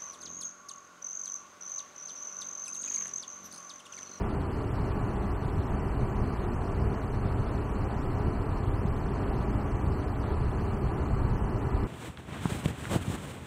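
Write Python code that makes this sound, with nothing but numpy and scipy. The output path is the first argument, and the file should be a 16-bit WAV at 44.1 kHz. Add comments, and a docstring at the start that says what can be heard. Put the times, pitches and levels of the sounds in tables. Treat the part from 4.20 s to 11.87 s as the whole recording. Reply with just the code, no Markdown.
"""The air-conditioning blower of a parked car runs steadily, heard from close to the dashboard.
From the start, turbulent air rushes through resonant ducts into the cabin, its draught buffets the
microphone and the grilles hiss; beneath lie the blower's hum and the low note of the idling engine.
From about half a second on, gusts and soft, low thumps come and go in the rumble as the draught builds
slightly. Near six seconds the trim gives one faint tick, and the air runs on."""
import sys
import numpy as np
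from scipy import signal
from scipy.fft import rfft, irfft, next_fast_len
from scipy.io import wavfile
from scipy.ndimage import uniform_filter1d

SR = 44100
rng = np.random.default_rng(int(sys.argv[2]) if len(sys.argv) > 2 else 0)


def file_out(sig):
    """Save sig as 16-bit WAV at sys.argv[1]."""
    # one column per channel
    cols = np.atleast_2d(sig).T
    # limit, then scale
    lim = np.clip(cols, -1, 1)
    pcm = np.round(lim * 32767).astype(np.int16)
    wavfile.write(sys.argv[1], SR, pcm)


N = 338247

# Spectrum of the air in the ducts: frequency_hz, relative_db
DUCT_SPECTRUM = [(10, -33), (24, -13), (60, -2.5), (160, -2), (300, -2), (430, -3.5), (480, -11),
                 (800, -8.5), (1050, -10), (1350, -14.5), (1550, -23), (1950, -23), (2150, -27.5),
                 (2950, -29.5), (3110, -34.5), (3330, -48.5), (4500, -87)]
# Resonances and dips of the ducts and cabin: centre_hz, width_hz, gain_db
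CABIN_MODES = [(185, 15, 2.5), (204.4, 19, 6), (258, 30, -1), (285, 24, 4), (324, 27, -2), (355, 15, 2.5),
               (374.5, 7.1, -3), (394, 13, 1), (422, 21, 2.5), (504, 55, 2), (566, 34, -3), (609, 14, 3.5),
               (882, 24, -2), (1084, 32, -7.5), (1136, 60, 2), (1225, 40, -2), (1435, 29, -2.5),
               (1502, 66, 4.5), (1624, 36, 4.5), (1718, 55, 5), (1790, 25, -1), (2320, 99, 4)]
# Spectrum of the draught on the microphone: frequency_hz, relative_db
BUFFET_SPECTRUM = [(8, -33), (15, -10), (26, 0), (45, -1.5), (70, 1), (90, 1.5), (138, -2.5), (165, -15),
                   (260, -17.5), (500, -67), (2000, -100)]
# Spectrum of the hiss at the grilles: frequency_hz, relative_db
GRILLE_SPECTRUM = [(2000, -25), (3000, -6), (3250, 4.5), (3500, 2.2), (3700, 0), (4300, .5), (5400, -1.8),
                   (7000, -5.7), (8600, -9.5), (10200, -12), (13000, -15.3), (15700, -14.6)]
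# Bright bands in the hiss: centre_hz, width_hz, gain_db
GRILLE_BANDS = [(4360, 600, 7.4), (6200, 500, 3.3), (7830, 740, 11), (9340, 780, 12), (10780, 480, 4),
                (12370, 780, 10.5)]
# Tones of the blower: pitch_hz, level_db, pitch_waver_ratio
BLOWER_TONES = [(202.5, -54.5, 0.0117), (333, -56, 0.0028), (389.8, -49, 0.0024)]
# Thin whine of the blower's motor: pitch_hz, level_db, pitch_waver_ratio
MOTOR_WHINE = [(1999, -70.5, 0.002)]
# Tones of the idling engine: pitch_hz, level_db, pitch_waver_ratio
ENGINE_TONES = [(28.1, -47, 0.0063), (52.75, -41, 0.0034)]
# Gusts and lulls in the draught: middle_s, length_s, lift_db
GUSTS_AND_LULLS = [(0.61, .12, 5), (.87, .22, 1), (1.36, 0.22, 3.5), (1.544, 0.12, 1.5), (1.81, 0.16, 5),
                   (2.04, 0.15, 5.5), (2.17, .14, -3), (2.655, 0.28, 3.5), (2.783, .15, -7.5),
                   (3.12, 0.58, 3), (3.353, .1, -1), (3.47, .16, -1.5), (3.753, 0.25, -1.5),
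                   (4.02, 0.4, 1.5), (4.307, .12, 5), (4.682, 0.19, 3), (5.676, .22, 3),
                   (5.873, 0.11, -1.5), (6.22, 0.2, 6), (6.43, 0.13, 0.5), (6.67, 0.11, 3.5),
                   (6.933, 0.13, 5.5), (7.09, .28, 4.2)]
# The loudest soft, low thumps in the rumble: middle_s, peak_db, centre_hz, direction (push 1, suction -1)
LOW_THUMPS = [(.604, -23, 80, -1), (1.258, -20.5, 90, 1), (2.018, -19, 70, 1), (2.626, -16.5, 75.5, -1),
              (3.059, -19, 80, 1), (3.351, -20, 99, 1), (3.951, -19, 71, -1), (4.007, -19.5, 90, -1),
              (4.084, -17.5, 100, -1), (4.478, -18, 94, -1), (4.545, -18.5, 85, -1), (4.655, -16, 121, -1),
              (5.681, -18.5, 70.6, -1), (6.269, -20, 84, -1), (6.668, -19.5, 75, 1), (7.051, -16, 85, -1),
              (7.55, -16.5, 70, 1)]
# Modes of the trim: pitch_hz, relative_db, t60_s
TRIM_MODES = [(420, -4, .012), (820, -2, .009), (1150, -3, .008)]

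BAND_EDGE_HZ = 15750


def gain_of(db):
    """Amplitude grows tenfold for every 20 dB."""
    return 10 ** (np.asarray(db) / 20)


def unit_rms(x):
    """Normalisation to a mean power of 1."""
    return x / np.sqrt(np.mean(x ** 2) + 1e-20)


def response(hz, spectrum, modes=(), order=2):
    """Frequency response: a smooth curve with bell-shaped peaks and dips, steeper at higher order."""
    points_hz, points_db = np.transpose(spectrum)
    level_db = np.interp(np.log(hz + 1), np.log(points_hz + 1), points_db)
    for centre_hz, width_hz, gain_db in modes:
        level_db = level_db + gain_db * .5 ** (abs(2 * (hz - centre_hz) / width_hz) ** order)
    return gain_of(level_db)


def shaped(x, spectrum, modes=(), order=2):
    """Linear filtering: the spectrum of x is multiplied by a response; the result has rms 1."""
    size = next_fast_len(N)
    gain = response(np.fft.rfftfreq(size, 1 / SR), spectrum, modes, order)
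    return unit_rms(irfft(rfft(x, size) * gain, size)[:N])


def wander(top_hz):
    """Superposed slow sines of random phase make an irregular drift of rms 1."""
    t = np.arange(0, N / SR, 1 / 500)
    rates_hz = top_hz * np.geomspace(1 / 10, 1, num=24)
    drift = sum(np.sin(2 * np.pi * (hz * t + rng.random())) for hz in rates_hz)
    return unit_rms(np.interp(np.arange(N) / SR, t, drift))


def duct_rush(level_db=-34.5, swell_db=0.44, drone_top_hz=450, gust_share=0.2):
    """Resonance: broadband turbulence rings the ducts and cabin, and gusts lift the low drone."""
    air = shaped(rng.standard_normal(N), DUCT_SPECTRUM, CABIN_MODES)
    drone = signal.sosfiltfilt(signal.butter(4, drone_top_hz, fs=SR, output="sos"), air)
    gusting_air = air - drone + drone * gain_of(gust_share * gust_lift_db())
    return gain_of(level_db + swell_db * wander(top_hz=4)) * gusting_air


def draught_buffet(eddies_per_s=60, eddy_share=0.23, start_db=-33, build_db_per_s=0.26, unrest_db=-0.35):
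    """Turbulent pressure: fine fluctuations and single eddies push on the microphone as a rumble."""
    fine = shaped(rng.standard_normal(N), BUFFET_SPECTRUM)
    # the core of each passing eddy is a brief suction
    arrivals = rng.random(N) < eddies_per_s / SR
    eddies = shaped(arrivals * -abs(rng.standard_normal(N)), BUFFET_SPECTRUM)
    pressure = np.sqrt(1 - eddy_share) * fine + np.sqrt(eddy_share) * eddies
    # chance swells are evened out, so the slow rise and fall follows the draught's strength
    slow_power = uniform_filter1d(uniform_filter1d(pressure ** 2, size=7000), size=2000)
    pressure = unit_rms(pressure / np.sqrt(slow_power))
    build_db = build_db_per_s * np.arange(N) / SR
    strength_db = start_db + build_db + unrest_db * wander(top_hz=9) + gust_lift_db()
    return pressure * gain_of(strength_db)


def grille_hiss(level_db=-63.1, flicker_db=15, peak_bias=1.45, valley_bias=0.66, thinning=0.62):
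    """Hiss at the grilles, and above it the treble flickers in patches: random amplitude modulation."""
    hz, _, noise = signal.stft(rng.standard_normal(N), SR, nperseg=512, noverlap=384)
    patches = rng.standard_normal(noise.shape[::-1]).T
    for bins, frames in ((11, 6), (6, 4)):
        patches = uniform_filter1d(uniform_filter1d(patches, bins, axis=0), frames, axis=1)
    # the flicker is local: its broad swells across frequency are weak
    patches = unit_rms(patches - 0.6 * uniform_filter1d(patches, size=90, axis=0))
    # it holds steadier in the bright bands and grows sparser toward the top
    bright_bands = response(hz, GRILLE_SPECTRUM, GRILLE_BANDS, order=8) / response(hz, GRILLE_SPECTRUM)
    bias = peak_bias * np.log(bright_bands) - valley_bias - thinning * (hz / BAND_EDGE_HZ) ** 2
    flicker = gain_of(flicker_db * np.tanh(6 * (patches + bias[:, None])))
    flicker /= np.sqrt(np.mean(flicker ** 2, axis=1, keepdims=True))
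    air = signal.istft(noise * flicker, SR, nperseg=512, noverlap=384)[1][:N]
    return gain_of(level_db) * shaped(air, GRILLE_SPECTRUM, GRILLE_BANDS, order=8)


def machine_hum(tones, flutter_db):
    """Rotation radiates tones; wavering speed and load modulate their frequency and amplitude."""
    speed_drift, hum = wander(top_hz=5), np.zeros(N)
    for pitch_hz, level_db, waver_ratio in tones:
        cycles = np.cumsum(pitch_hz * (1 + waver_ratio * speed_drift)) / SR + rng.random()
        flutter = gain_of(flutter_db * wander(top_hz=10))
        hum += gain_of(level_db) * unit_rms(np.sin(2 * np.pi * cycles) * flutter)
    return hum


def gust_lift_db():
    """Flow noise follows flow strength: each gust or lull is a symmetric rise or dip in level."""
    t = np.arange(N) / SR
    return sum(lift_db * np.cos(np.pi * np.clip((t - middle_s) / length_s, -.5, .5)) ** 2
               for middle_s, length_s, lift_db in GUSTS_AND_LULLS)


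def with_low_thumps(rumble):
    """Pressure pulses: the rumble is turned down briefly under each soft, low thump."""
    t = np.arange(N) / SR
    for middle_s, peak_db, centre_hz, direction in LOW_THUMPS:
        offset_squared = np.minimum((np.pi * centre_hz * (t - middle_s)) ** 2, 20)
        # one push or suction between two weaker opposite swings
        pulse = np.sign(direction) * (1 - 2 * offset_squared) * np.exp(-offset_squared)
        ducking = 1 - np.exp(-offset_squared / 2)  # keeps the noise from cancelling the pulse
        rumble = rumble * ducking + gain_of(peak_db) * pulse
    return rumble


def trim_tick(start_s=6.0395, gain_db=-20, rise_s=0.00078):
    """Damped free vibration: one small, dull tick, probably of plastic trim."""
    age_s = np.clip(np.arange(N) / SR - start_s, 0, 1)
    ring = sum(gain_of(relative_db - 60 * age_s / t60_s) * np.sin(2 * np.pi * pitch_hz * age_s)
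               for pitch_hz, relative_db, t60_s in TRIM_MODES)
    attack = 1 - np.exp(-(age_s / rise_s) ** 2)
    return gain_of(gain_db) * attack * ring


def scene(hum_swell_db=2.4):
    """Superposition: air and machinery add at one microphone; the blower's hum swells and sinks."""
    blower = machine_hum(BLOWER_TONES + MOTOR_WHINE, flutter_db=2.5)
    blower *= gain_of(hum_swell_db * wander(top_hz=1.4))
    engine = machine_hum(ENGINE_TONES, flutter_db=-1.5)
    air = duct_rush() + with_low_thumps(draught_buffet()) + grille_hiss()
    return (air + blower + engine + trim_tick())[None]


def record(dry):
    """Band limiting: a steep low-pass filter removes the highest treble."""
    lowpass = signal.firwin(1023, BAND_EDGE_HZ, window=("kaiser", 9), fs=SR)
    return signal.oaconvolve(dry, lowpass[None], "same")


dry = scene()
out = record(dry)
file_out(out)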